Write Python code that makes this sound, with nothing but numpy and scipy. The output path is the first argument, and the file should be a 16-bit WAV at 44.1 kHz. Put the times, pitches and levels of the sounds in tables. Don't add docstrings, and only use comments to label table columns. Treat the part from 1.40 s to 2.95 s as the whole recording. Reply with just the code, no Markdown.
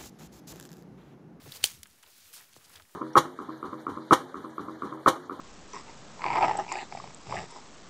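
import sys
import numpy as np
from scipy import signal
from scipy.fft import rfft, irfft, next_fast_len
from scipy.io import wavfile
from scipy.ndimage import uniform_filter1d

SR = 44100
rng = np.random.default_rng(int(sys.argv[2]) if len(sys.argv) > 2 else 0)


def voltage_ratio(level):
    return 10 ** (np.asarray(level, float) / 20)


def dump_mix(stems):
    frames = np.atleast_2d(stems).T
    limited = np.clip(frames, -1, 1)
    pcm = np.round(limited * 32767).astype(np.int16)
    wavfile.write(sys.argv[1], SR, pcm)


N = 68355


def level(x, db):
    return x * voltage_ratio(db) / np.sqrt(np.mean(x ** 2))


def colour(x, table):
    hz, db = np.array(table).T
    size = next_fast_len(N)
    f = np.arange(size // 2 + 1) * SR / size + 1
    gain = voltage_ratio(np.interp(np.log(f), np.log(hz), db))
    return irfft(rfft(x, size) * gain, size)[:N]


def curve(table, axis):
    rows = np.array(table)
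    return np.interp(np.arange(N) / SR, rows[:, 0], rows[:, axis])


def band(x, hz, width_hz):
    return signal.lfilter(*signal.iirpeak(min(hz, .45 * SR), hz / width_hz, fs=SR), x)


def band_twice(x, hz, width_hz):
    return band(band(x, hz, width_hz), hz, width_hz)


def walk(rate):
    k = int(SR / rate)
    steps = np.repeat(rng.standard_normal(N // k + 1), k)
    return 1.683 * uniform_filter1d(uniform_filter1d(steps, k), k)[:N]


def grit(rate, spread_db):
    grain_s = .0005
    starts = rng.random(N) < rate / SR
    size_db = spread_db * np.minimum(rng.exponential(size=N), 4)
    power = signal.lfilter([1], [1, -np.exp(-1 / (grain_s * SR))], starts * voltage_ratio(2 * size_db))
    return level(np.sqrt(power) * rng.standard_normal(N), 0)


def add(out, at_s, x):
    i = int(at_s * SR)
    out[i:i + len(x)] += x[:N - i]


def click(hz, width_hz, edge_db):
    t = np.arange(1024) / SR
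    noise = rng.standard_normal(len(t))
    crumble = voltage_ratio(-18) * noise * np.exp(-t / .003)
    push = crumble + 0.38 * noise * np.exp(-t / 0.000204) + (t == 0)
    ring = band_twice(push, hz, 1.164 * width_hz)
    edge = band(push, 9560, 8200) / np.abs(push).max()
    return ring / np.abs(ring).max() + voltage_ratio(edge_db) * edge


# frequency in Hz, density in dB per Hz.
AIR_COLOUR = [(40, -28), (100, -6), (300, 2), (640, -1), (1500, 0.5), (3800, -5.5), (10000, -1.5),
              (16000, -7.5)]


def open_air():
    return level(colour(rng.standard_normal(N), AIR_COLOUR), -66)


# frequency in Hz, density in dB per Hz.
SWAY_TONE = [(30, -28.5), (60, -13), (100, -0.5), (200, -1), (350, -9), (600, -28.5), (1000, -37.5),
             (2000, -61)]
# time in seconds, level in dB.
SWAY_LEVEL = [
    (0, -62.5),
    (.07, -54.5),
    (.13, -64.5),
    (.36, -64),
    (.47, -74.5),
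    (.9, -81),
    (1.15, -73),
    (1.36, -67.5),
    (1.47, -77.5),
    (1.55, -89.5),
]


def sway():
    rumble = level(colour(rng.standard_normal(N), SWAY_TONE), 0)
    return rumble * voltage_ratio(curve(SWAY_LEVEL, axis=1) + 2 * walk(29.83))


# time in seconds, rustle level in dB, low and mid boost (dullness) in dB.
HANDLING_MOVES = [(0, -58.5, 6.5), (.06, -56, -3), (.16, -46, -4.5), (.21, -55, -0.5), (.40, -75, 3),
                  (.50, -65.5, 0), (.62, -69.5, 0), (.685, -60.5, 0.5), (.72, -59, -18), (.83, -57.5, -12),
                  (.92, -56.5, -6.5), (1.08, -59.5, -7.5), (1.13, -64, -3.5), (1.19, -62.5, 3),
                  (1.25, -60.5, -1), (1.38, -58.5, 4.5), (1.47, -71.5, 4.5), (1.55, -62.5, 1.5)]
# frequency in Hz, density in dB per Hz.
RUSTLE_TONE = [(200, -15.5), (400, -1.5), (800, -5), (1600, -4), (3000, -4.5), (4700, -5), (9000, -9),
               (16000, -7.5)]


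def rustle():
    flicker_db, dull_hz = 2.5, 1500
    dullness_db = curve(HANDLING_MOVES, axis=2)
    out = np.zeros(N)
    for hz in 400 * 2. ** np.arange(6):
        octave = band(colour(grit(2500, 2), RUSTLE_TONE), hz, 0.822 * hz)
        dull_db = dullness_db / (1 + (hz / dull_hz) ** 2)
        out += octave * voltage_ratio(flicker_db * walk(39.887) + dull_db)
    return level(out, 0) * voltage_ratio(curve(HANDLING_MOVES, axis=1))


# time in seconds, level in dB, ring in Hz, ring width in Hz,
# level of the sharp edge in dB.
TWIG_TICKS = [(.020, -44, 4000, 3000, -14), (.040, -48.5, 3530, 2000, -3.5), (.1191, -42, 4000, 1500, 2),
              (0.1208, -35, 3490, 910, 11.5), (.1212, -36.5, 4500, 900, -3.5),
              (.1229, -45, 3620, 700, 14.5), (.1250, -42, 4500, 1200, -7), (.170, -38.5, 4500, 900, 4.5),
              (.4321, -27.5, 3950, 5870, 5.5), (.4345, -36.5, 4500, 4000, 0.5),
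              (.4574, -41, 1750, 2000, -5.5), (0.4623, -48.5, 1620, 1200, -5.5),
              (.471, -45.5, 8950, 5970, -8), (.511, -50, 5600, 3020, -7), (.632, -46.5, 1410, 906, -9.5),
              (.638, -46.5, 2800, 1200, -11.5), (.663, -47, 3730, 1200, -12.5),
              (.670, -52.5, 1004, 920, 8.5), (.857, -48, 2980, 3000, -10.5), (1.007, -48, 1970, 495, -20.5),
              (1.092, -55, 5000, 3000, -6), (1.142, -45, 3830, 2520, -5.5), (1.301, -50.5, 1066, 590, -10),
              (1.355, -47, 1396, 700, 9), (1.3574, -40, 3510, 900, 9.5), (1.3604, -36, 4120, 2600, -10.5),
              (1.398, -46, 2500, 2500, -5), (1.4032, -46.5, 1094, 700, -12), (1.3991, -40, 1223, 1090, -10),
              (1.422, -42.5, 3510, 4030, -12.5), (1.495, -54, 1420, 900, -11)]


def twigs():
    out = np.zeros(N)
    for at, db, hz, width_hz, edge_db in TWIG_TICKS:
        add(out, at, voltage_ratio(db) * click(hz, width_hz, edge_db))
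    return out


# start in seconds, level in dB, start pitch in Hz, sweep time in seconds,
# 60 dB decay in seconds.
BENDING_WAVES = [
    (.020, -53, 901, 0.00666, 0.043),
    (0.063, -46, 441.8, 0.0188, 0.1304),
    (1.164, -43.5, 2989, 0.0004275, 0.0323),
]


def bends():
    out, t = np.zeros(N), np.arange(8192) / SR
    for at, db, hz, sweep, t60 in BENDING_WAVES:
        pitch = 40 + hz / (1 + t / sweep)
        swoop = np.sin(2 * np.pi * np.cumsum(pitch) / SR)
        add(out, at, voltage_ratio(db - 60 * t / t60) * (1 - np.exp(-t / 0.000373)) * swoop)
    return out


# centre in seconds, level in dB, pitch in Hz, length in seconds.
STICK_BUMPS = [(0.052, -52, 101, 0.0334), (0.09, -46.5, 124, 0.0222), (0.194, -61.5, 79.4, 0.046),
               (0.237, -52, 91.6, 0.06), (0.315, -64.5, 69.5, .04), (.35, -51.5, 136.6, 0.0173),
               (0.402, -56.5, 75.8, 0.065), (0.666, -68, 80.2, 0.035), (0.856, -67, 86.5, 0.0426),
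               (1.181, -70.5, 74.6, 0.03), (1.180, -56, 153.5, 0.0147), (.13, -66, 70, 0.049),
               (.5, -66.5, 69.4, 0.051), (1.288, -69, 69.5, 0.036), (1.374, -58, 85.2, 0.0486),
               (1.427, -60, 85, 0.0375)]


def bumps():
    at, db, hz, length = np.array(STICK_BUMPS).T[:, :, None]
    u = np.arange(N) / SR - at
    swell = voltage_ratio(db) * np.exp(-(2.526 * u / length) ** 2)
    return (swell * np.sin(2 * np.pi * hz * u * (1 - 2 * u))).sum(axis=0)


# start in seconds, length in seconds, level in dB, centre in Hz,
# fall over the burst in dB (negative grows).
TEARING = [(0.054, 0.0244, -55, 596, 1), (0.227, 0.0176, -49, 4080, -14), (0.245, 0.0137, -31.5, 7010, -1),
           (0.254, 0.0139, -37.5, 5600, 7.5), (0.626, 0.0113, -53, 5960, 8.5),
           (0.928, 0.01224, -49.5, 8100, -1.5), (0.94, 0.062, -47, 6900, 8),
           (0.963, 0.0631, -57.5, 1095, 5), (1.126, 0.00785, -58.5, 4200, 1), (1.241, .018, -57.5, 4500, 2),
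           (1.323, 0.0175, -59, 7000, -1), (0.674, 0.019, -62, 12030, 6.5)]


def tears():
    edge_s = .002
    out, t = np.zeros(N), np.arange(N) / SR
    for at, length, db, hz, fall_db in TEARING:
        u = t - at
        gate = np.clip(np.minimum(u, length + 2 * edge_s - u) / edge_s, 0, 1) ** 2
        fibres = level(band_twice(grit(4000, 2), hz, 1.83 * hz), db)
        out += fibres * gate * voltage_ratio(-fall_db * np.clip(u / length, 0, 1) + 0.86 * walk(300))
    return out


# time in seconds, level in dB, brightness in dB per octave.
CRACKS = [
    (0.2381, -27, 3),
    (0.2400, -23, 7),
    (0.2405, -5, 0),
    (0.2413, -19, 5),
    (0.2423, -24, 6),
    (0.2431, -23, 1),
    (.2438, -23, -2),
]
# frequency in Hz, level in dB, 60 dB decay in seconds.
WOOD_MODES = [(547.8, -24, 0.0126), (757, -23, 0.0204), (2054, -28.5, 0.0101), (3177, -1.5, 0.01204),
              (3619, -7.5, 0.00924), (4300, -8, 0.0134), (6293, -13.5, 0.0075), (6914, -8, 0.0079),
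              (8779, -5.5, 0.00503), (9398, -11, 0.0057), (11100, -22, 0.0037), (12820, -20.5, 0.00804),
              (15000, -13, 0.0048)]


def snap():
    scatter_db, detune = 1.5, .015
    out = np.zeros(N)
    hz, mode_db, t60 = np.array(WOOD_MODES).T[:, :, None]
    for at, db, bright_db in CRACKS:
        t = np.maximum(np.arange(2048) / SR - at * SR % 1 / SR, 0)
        uneven_db = scatter_db * rng.standard_normal(hz.shape)
        tilt_db = bright_db * np.log2(hz / hz[3])
        gain = voltage_ratio(mode_db + uneven_db + tilt_db - 60 * t / t60)
        pitch = hz * (1 + detune * rng.standard_normal(hz.shape))
        rings = gain * np.sin(2 * np.pi * pitch * t)
        add(out, at, voltage_ratio(db) * rings.sum(axis=0) * (1 - np.exp(-t / .0001)))
    return signal.sosfilt(signal.butter(3, 330, "high", fs=SR, output="sos"), out)


def tree_echo():
    t60_s, rise_s = 0.3552, 0.0172
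    t = np.maximum(np.arange(N) / SR - CRACKS[2][0], 0)
    hiss = level(band(grit(4600, 2.78), 4500, 8830), -36.5)
    return hiss * voltage_ratio(-60 * t / t60_s) * (1 - np.exp(-t / rise_s))


# time in seconds, level in dB, ring in Hz.
BARK_CRUMBS = [(0.255, -19.5, 6460), (0.2619, -37.5, 3500), (.2730, -26, 5540), (0.501, -47.5, 9860),
               (0.586, -51, 9000), (0.6405, -52.5, 840), (.932, -48, 7000), (.942, -45.5, 5460),
               (.964, -39, 6000), (0.971, -41.5, 4800), (0.9786, -39, 5000), (.987, -43, 4500),
               (0.998, -50, 9100), (1.012, -36.5, 13600), (1.018, -64.5, 1000), (1.296, -42, 11000),
               (1.375, -44, 3320), (1.37, -47, 3600), (.2585, -23.5, 4800), (0.2646, -32, 4300),
               (1.408, -53.5, 1007), (1.452, -54, 1900), (.938, -46, 1713)]


def bark():
    out = np.zeros(N)
    for at, db, hz in BARK_CRUMBS:
        add(out, at, voltage_ratio(db) * click(hz, 0.61 * hz, -14))
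    return out


def slide():
    centre_s, length_s = 0.801, 0.099
    swell = np.exp(-((np.arange(N) / SR - centre_s) / length_s) ** 4)
    hiss = band_twice(grit(2500, 2), 4350, 3020)
    return level(hiss, -66.5) * swell * voltage_ratio(1.2 * walk(40.26))


def scene():
    background = open_air() + sway()
    hands = rustle() + slide()
    stick = twigs() + bends() + bumps() + tears() + bark()
    return (background + hands + stick + snap() + tree_echo())[None]


def roll_off(x):
    return signal.sosfilt(signal.butter(12, 16830, fs=SR, output="sos"), x)


def record(dry):
    top_hz, hold = 15700, int(.003 * SR)
    cut = signal.sosfilt(signal.butter(3, 50.4, "high", fs=SR, output="sos"), dry)
    top = signal.sosfilt(signal.ellip(6, .2, 40, top_hz, "high", fs=SR, output="sos"), cut)
    sharp = uniform_filter1d(np.abs(top), hold) > voltage_ratio(-62)
    body = signal.sosfilt(signal.ellip(12, .2, 60, top_hz, fs=SR, output="sos"), cut)
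    mix = body + voltage_ratio(-11) * top * uniform_filter1d(1. * sharp, hold)
    return roll_off(mix - .0003)


dry = scene()
out = record(dry)
dump_mix(out)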